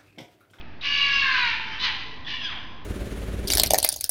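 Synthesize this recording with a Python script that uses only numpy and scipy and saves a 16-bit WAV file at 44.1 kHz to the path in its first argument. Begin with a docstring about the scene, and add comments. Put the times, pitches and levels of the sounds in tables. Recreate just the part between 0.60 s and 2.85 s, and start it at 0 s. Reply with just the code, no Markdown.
"""Animal screech in a night yard

A quiet walled yard at night, over rumble and hiss: an animal gives one long falling screech trailing into
a low moan, a short harsh bark, then two softer yelps. Each call is a train of glottal pulses mixed with
breath noise, shaped by a closing mouth; it reaches the microphone direct and as echoes off the walls.
A simple recorder samples slowly, so the treble is mirrored above half its sampling rate."""
import sys
import numpy as np
from scipy import signal
from scipy.fft import rfft, irfft, next_fast_len
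from scipy.io import wavfile
from scipy.ndimage import uniform_filter1d

SR = 44100
rng = np.random.default_rng(int(sys.argv[2]) if len(sys.argv) > 2 else 0)


def to_wav(sig):
    """Store sig (one row per channel, or 1-D mono) as 16-bit WAV at the path in sys.argv[1].

    Samples outside -1..1 are clipped; the rate is SR.
    """
    pcm = np.clip(np.atleast_2d(sig), -1, 1) * 32767
    pcm = np.round(pcm).astype(np.int16)
    wavfile.write(sys.argv[1], SR, pcm.T)  # frames by channels


N = 99225  # samples, 2.25 s


def from_db(db):
    """dB to gain."""
    return 10 ** (np.asarray(db) / 20)


def rms_one(x):
    """Scale to rms 1."""
    return x / np.sqrt(np.mean(x ** 2) + 1e-20)


def colour(x, points):
    """Filter by a spectrum of (frequency [Hz], level [dB]) points, joined on a log frequency axis."""
    size = next_fast_len(len(x) + 2048)
    hz, db = np.transpose(points)
    grid = np.maximum(np.arange(size // 2 + 1) * SR / size, 1)
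    gain = from_db(np.interp(np.log(grid), np.log(hz), db))
    return irfft(rfft(x, size) * gain, size)[:len(x)]


def drift(rate_hz, count):
    """Slow random wobble of rms 1: noise through two equal low-pass poles."""
    settle = 9000  # samples dropped while the filter settles
    r = np.exp(-2 * np.pi * rate_hz / SR)
    wobble = signal.lfilter([1], [1, -2 * r, r * r], rng.standard_normal(count + settle))
    return rms_one(wobble[settle:])


def ring(x, hz, t60):
    """A damped resonance that falls 60 dB in t60 seconds."""
    r = from_db(-60 / (t60 * SR))
    w = 2 * np.pi * hz / SR
    return signal.lfilter([0, np.sin(w)], [1, -2 * r * np.cos(w), r * r], x + 1e-18)


# Steady night rumble and hiss: (frequency [Hz], level [dB per Hz])
NIGHT_SPECTRUM = [(12, -40.5), (20, -13.5), (34, -20.5), (49, -9.5), (182, -20.5), (259, -18), (512, -29.5),
                  (922, -26), (1010, -33.5), (1370, -32.5), (1660, -27.5), (3360, -36.5), (5500, -49),
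                  (7150, -77.5), (12100, -120)]
NIGHT_DB = -44.5
# Faint wavering hums: (start [s], end [s], frequency [Hz], level [dB], width [Hz])
HUMS = [(1.2, 2.3, 1027, -49, 35), (1.43, 1.58, 442, -53, 8.5)]
# Fading echo of an earlier call: (frequency [Hz], level [dB per Hz])
EARLIER_SPECTRUM = [(410, -30), (700, -5), (922, -7), (971, -17.5), (1290, 5), (1360, -15), (1920, -24.5),
                    (2600, 3), (3110, -20.5), (5500, -30), (7150, -59), (12100, -120)]
EARLIER_DB = -50  # at 0 s
YARD_T60_S = 0.93  # time for the yard's echoes to fall 60 dB


def night():
    """Night air of the yard: coloured noise, narrow resonant hums and an earlier call's decaying echo."""
    t = np.arange(N) / SR
    floor = from_db(NIGHT_DB) * rms_one(colour(rng.standard_normal(N), NIGHT_SPECTRUM))
    for start, end, hz, db, width_hz in HUMS:
        swell = np.clip(np.minimum(t - start, end - t) / 0.034, 0, 1)  # 34 ms ramps
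        hum = rms_one(ring(rng.standard_normal(N), hz, 1.6 / width_hz))
        floor = floor + from_db(db) * swell * hum
    fading = from_db(EARLIER_DB - 60 * t / YARD_T60_S)
    return floor + fading * rms_one(colour(rng.standard_normal(N), EARLIER_SPECTRUM))


# Small dry ticks: (time [s], peak [dB], frequency [Hz], t60 [s])
TICKS = [(.012, -27, 3200, .005), (.595, -18, 3300, .005)]


def ticks():
    """Small dry clicks: single impulses, each ringing a short resonance."""
    out = np.zeros(N)
    for s, db, hz, t60 in TICKS:
        impulse = 1. * (np.arange(N) == int(s * SR))
        out = out + from_db(db) * ring(impulse, hz, t60)
    return out


# The walls return mostly the upper middle: (frequency [Hz], level [dB])
WALL_COLOUR = [(500, -5), (1200, 0), (2000, 2.5), (3200, 0.5), (4500, -2), (5600, -0.5)]
ECHO_DB, FIRST_ECHO_S = -3.5, 0.012


def yard(x):
    """Echoes off the yard walls: a dense scatter of random reflections that dies away."""
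    t = np.arange(SR) / SR
    tail = rng.standard_normal(SR) * from_db(-60 * t / YARD_T60_S) * (t > FIRST_ECHO_S)
    tail = tail / np.sqrt(np.sum(tail ** 2))
    return from_db(ECHO_DB) * colour(signal.fftconvolve(x, tail)[:N], WALL_COLOUR)


# A thin squeak opens a call: (time [s], level [dB], frequency [Hz], fall [s])
SQUEAKS = [(.21, -35, 3810, .02), (1.193, -33.5, 3874, .06), (1.646, -39, 3290, .02)]
SQUEAK_RISE_S = 0.0027


def squeaks():
    """Short puffs of whistling breath: a sine and narrow noise that rise fast and decay exponentially."""
    t = np.arange(N) / SR
    out = np.zeros(N)
    for s, db, hz, fall_s in SQUEAKS:
        age = np.maximum(t - s, 0)
        breath = rms_one(ring(rng.standard_normal(N), hz, .005))
        whistle = np.sin(2 * np.pi * hz * age) + 0.7 * breath
        envelope = np.minimum(age / SQUEAK_RISE_S, 1) * np.exp(-age / fall_s)
        out = out + from_db(db) * envelope * whistle
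    return out


# A rough throat resonance flares as the screech starts to sag: (time [s], frequency [Hz], level [dB])
FLARE = [(.6, 1690, -48), (.64, 1694, -26.5), (0.719, 1658, -27.5), (0.789, 1544, -28.5),
         (0.829, 1496, -47)]
FLARE_WIDTH_HZ = 90.


def flare():
    """A narrow band of breath noise gliding down: two random wobbles on a moving carrier."""
    s, hz, db = np.transpose(FLARE)
    t = np.arange(N) / SR
    phase = 2 * np.pi * np.cumsum(np.interp(t, s, hz)) / SR
    band = drift(FLARE_WIDTH_HZ, N) * np.cos(phase) + drift(FLARE_WIDTH_HZ, N) * np.sin(phase)
    return band * from_db(np.interp(t, s, db)) * (t > s[0]) * (t < s[-1])


# The animal's calls: (time [s], pitch [Hz], level [dB], breath noise share [0-1],
# half-pitch share [0-1], mouth [0 open - 1 closing])
SCREECH = [(.205, 561.6, -56, .4, .1, 0.25), (0.227, 573.7, -35.5, 0.92, 0.3, 0.13),
           (0.254, 575.2, -25, 0.57, 0.4, 0), (0.301, 567.3, -25, 0.24, 0.13, 0.11),
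           (.38, 570.3, -21, 0.2, 0, 0.08), (0.501, 558, -21.5, 0.16, 0.17, 0.2),
           (.6, 556.5, -21.5, 0.1, .1, .2), (0.679, 530, -26, .45, .1, 0.61),
           (0.772, 505, -23.5, 0.4, 0.2, 0.67), (0.841, 485, -23, 0.2, 0, 1),
           (0.902, 454, -25.5, 0.3, 0, 0.52), (0.949, 437.2, -32, .4, 0.2, 0.63),
           (1.0, 414, -54.5, 0.6, 0, 0.86)]
BARK = [(1.18, 980.8, -47.5, .2, 0.14, 0), (1.204, 990.1, -32, .3, 0.2, 0),
        (1.243, 1023, -22, 0.72, 0.28, 0.11), (1.281, 942, -25.5, 0.59, 0.31, 0.88),
        (1.328, 831.4, -38.5, .6, .2, 0.87), (1.398, 769.5, -42, .4, .1, 1), (1.428, 700, -72.5, .4, .1, 1)]
YELP = [(1.64, 568.2, -64, .3, 0.11, 0.22), (1.66, 575, -39, 0.38, 0.09, .2),
        (1.685, 580.2, -31, 0.72, .1, 0.77), (1.719, 582, -28.5, 0.38, 0.071, 1),
        (1.76, 580.6, -32.5, 0.47, 0.085, 0.91), (1.799, 561, -38, 0.28, .1, 1),
        (1.83, 537, -37, .5, .1, 0.92)]
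HIGH_YELP = [(1.8, 1673, -53, 0.28, .1, 0.34), (1.828, 1690, -31.5, 0.7, 0.092, 0.12),
             (1.861, 1636, -28, .3, .1, 0.031), (1.88, 1522, -33.5, .5, .1, 0.15),
             (1.9, 1294, -32, 0.49, .1, 0.37), (1.929, 972, -33.5, .8, 0.13, 1),
             (1.964, 772, -44, 0.39, .1, 1), (1.99, 703, -40, 0.44, 0.085, 1)]
MOAN = [(.92, 444.5, -53, .2, .1, 0), (0.962, 446.9, -39.5, .1, .05, 0.43),
        (1.0, 451, -38, .1, 0.045, 0.16), (1.063, 439.1, -40, 0.14, 0.058, 0.21),
        (1.09, 442.5, -39.5, 0.59, .1, 0.97), (1.139, 444, -34, 0.55, 0.3, 0.84),
        (1.19, 448.4, -37.5, 0.18, 0.11, 1), (1.22, 453, -63.5, 0.14, 0.12, 0.87)]
# Throat colour of the overtones, per call, mouth open then closing: (frequency [Hz], level [dB])
THROATS = [([(500, -40), (800, -29.5), (1130, -17), (1700, -12.5), (2260, -6), (2800, 2.5), (3400, -19),
           (4000, -13.5), (4500, -12.5), (5000, -19.5), (5600, -15.5)], [(500, -31.5), (750, -7.5),
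           (900, -5.5), (1100, 3.5), (1400, -7.5), (1650, 9), (2000, -4), (2400, -2.5), (3000, -11),
           (4000, -7), (5600, -26.5)]), ([(500, -12), (1000, -2.5), (2000, -2.5), (3000, 3), (3900, 5.5),
           (5000, -12.5), (5600, -33)], [(500, -41.5), (750, 5), (1000, -9.5), (1900, -2.5), (3100, 4.5),
           (4000, -13.5), (5600, -22)]), ([(500, -46), (1100, -35), (1700, -17), (2800, -5.5), (3350, 30),
           (4000, 0), (5600, -26)], [(500, -33), (1100, -17), (1780, -10.5), (2350, -3), (2880, 5.5),
           (3500, -22), (4100, -9), (5600, -22)]), ([(500, -43), (1700, -20.5), (3350, -13.5), (5000, -23),
           (5600, -27.5)], [(500, -23.5), (800, -1), (1100, -10.5), (1400, -6), (2000, -16.5),
           (2800, -23.5), (3200, 1.5), (4000, -18.5), (5600, -32)]), ([(450, -26.5), (900, -9), (1350, -25),
           (2200, -22), (3200, -11), (5600, -41)], [(450, -32.5), (900, -5), (1350, -23.5), (1750, -7),
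           (3200, -1.5), (5600, -37.5)])]
# Colour of the breath noise, per call, mouth open then closing: (frequency [Hz], level [dB per Hz])
BREATHS = [([(410, -75.5), (700, -52), (1120, -7), (1330, -29), (1660, -7.5), (1870, -19.5), (2200, -6),
           (2780, -0.5), (3030, -5), (5500, -17.5), (7150, -61.5), (12100, -120)], [(410, -75.5),
           (700, -47.5), (930, -32), (1020, -2.5), (1160, -5), (1350, -17.5), (1630, -7.5), (1990, -2),
           (2470, -0.5), (2690, -5.5), (2960, -7), (4320, -8), (5500, -32.5), (7150, -63.5),
           (12100, -120)]), ([(410, -61.5), (700, -43), (1010, -14.5), (1420, -13), (1840, -9.5),
           (2260, -9.5), (3900, -6.5), (5500, -16.5), (7150, -50), (12100, -120)], [(410, -66),
           (700, -35.5), (832, -10.5), (1440, -16), (1660, -4), (3010, -9.5), (4630, -12.5), (5500, -30),
           (7150, -62.5), (12100, -120)]), ([(410, -49.5), (700, -19), (1310, -21), (1780, -1.5),
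           (2620, -24), (3360, -9), (5500, -25.5), (7150, -61), (12100, -120)], [(410, -60), (700, -46),
           (1060, -14.5), (1350, -32.5), (1790, 0), (2170, -12.5), (2810, -0.5), (5500, -19.5),
           (7150, -45.5), (12100, -120)]), ([(410, -57), (700, -42.5), (1640, -20), (3110, -4.5),
           (3420, 6.5), (3930, -18), (5500, -16.5), (7150, -52), (12100, -120)], [(410, -52), (700, -5),
           (915, -21.5), (1040, 1.5), (1380, -9.5), (1620, 2), (3190, -1.5), (5500, -32.5), (7150, -52),
           (12100, -120)]), ([(410, -67.5), (700, -30.5), (884, 6), (1230, -17), (3030, -18), (5500, -15.5),
           (7150, -50), (12100, -120)], [(410, -66.5), (700, -32.5), (884, -16), (1070, -12.5),
           (1690, -5.5), (5500, -20.5), (7150, -50), (12100, -120)])]
# Fast tremor of the folds, speeding up: (time [s], rate [Hz])
FLUTTER = [(.25, 54.4), (0.349, 55.1), (0.502, 62.2), (.65, 75.2)]
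FLUTTER_PITCH, FLUTTER_DEPTH = .006, .7  # share of pitch, share of level
FLUTTER_FROM = 3.6  # overtone above which the level tremor sets in
JITTER, JITTER_HZ = .003, 40.  # random pitch wobble (share of pitch) and its speed
RASP = .008  # extra wobble, times breath share squared
SHIMMER_DB, SHIMMER_HZ = .75, 25.  # flicker of each overtone, per step up to the fourth
BREATH_GATE = 1  # how much the breath pulses with each cycle


def through_mouth(x, colours, mouth):
    """Blend the open and closing mouth colours, then even the level over 3000 samples."""
    shaped = (1 - mouth) * colour(x, colours[0]) + mouth * colour(x, colours[1])
    return shaped / np.sqrt(uniform_filter1d(shaped ** 2, size=3000) + 1e-12)


def call(rows, throat, breath_colour):
    """Glottal overtones and breath gated by each cycle, coloured by the mouth, then shaped in level."""
    s, *columns = np.transpose(rows)
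    first, n = int(s[0] * SR), int((s[-1] - s[0]) * SR)
    t = (first + np.arange(n)) / SR
    hz, db, breath, half, mouth = [np.interp(t, s, c) for c in columns]
    breath, half, mouth = np.clip([breath, half, mouth], 0, 1)

    flutter_hz = np.interp(t, *np.transpose(FLUTTER)) * (1 + 0.2953 * drift(9.98, N)[:n])
    tremor = 2 * np.pi * np.cumsum(flutter_hz) / SR
    wobble = (JITTER + RASP * breath ** 2) * drift(JITTER_HZ, N)[:n]
    phase = 2 * np.pi * np.cumsum(hz * (1 + wobble + FLUTTER_PITCH * np.cos(tremor))) / SR

    tones = np.zeros(n)
    for k in range(1, 13):
        depth = FLUTTER_DEPTH * np.clip(k - FLUTTER_FROM, 0, 1)
        flutter = 1 - depth * np.cos(tremor + k)
        shimmer = from_db(np.minimum(k, 4) * SHIMMER_DB * drift(SHIMMER_HZ, N // 2)[:n])
        tones = tones + np.cos(k * phase + k * k) * flutter * shimmer
    tones = tones * (1 - half + 2 * half * np.cos(phase / 2))  # adds the half-pitch series
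    noise = rng.standard_normal(N)[:n] * (1 + BREATH_GATE * np.cos(phase))

    throat = [points + [(5700, -70)] for points in throat]  # no overtones above the throat's range
    voice = np.sqrt(1 - breath) * through_mouth(tones, throat, mouth)
    voice = voice + np.sqrt(breath) * through_mouth(noise, breath_colour, mouth)
    fades = np.minimum(1, np.minimum(np.arange(n), n - np.arange(n)) / 200)
    out = np.zeros(N)
    out[first:first + n] = voice * from_db(db) * fades
    return out


def scene():
    """The animal, direct and echoed by the yard, over ticks and the night floor."""
    calls = (SCREECH, BARK, YELP, HIGH_YELP, MOAN)
    animal = sum(call(*c) for c in zip(calls, THROATS, BREATHS)) + squeaks() + flare()
    return (animal + yard(animal) + ticks() + night())[None]


# The recorder's smoothing filter: (frequency [Hz], level [dB])
SMOOTHING = [(4000, -1), (5000, 0), (5500, -5), (6000, -10), (6500, -24), (6900, -29), (7200, -32),
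             (7600, -49)]
SAMPLING_HZ, STOP_HZ = 11025, 7380  # recorder's sampling rate, edge of the final cut's stop band
OFFSET, DITHER_DB = .0151, -95  # constant offset (full scale 1), level of white hiss


def record(dry):
    """Slow sampling mirrors the spectrum; a gentle filter only partly removes the mirror; the top is cut."""
    band = colour(dry[0], [(SAMPLING_HZ / 2, 0), (SAMPLING_HZ / 2 + 10, -80)])
    sampled = band * (1 + 2 * np.cos(2 * np.pi * SAMPLING_HZ * np.arange(N) / SR))
    top_cut = signal.cheby2(16, 60, STOP_HZ, fs=SR, output="sos")
    cut = signal.sosfilt(top_cut, colour(sampled, SMOOTHING))
    return (cut + OFFSET + from_db(DITHER_DB) * rng.standard_normal(N))[None]


dry = scene()
out = record(dry)
to_wav(out)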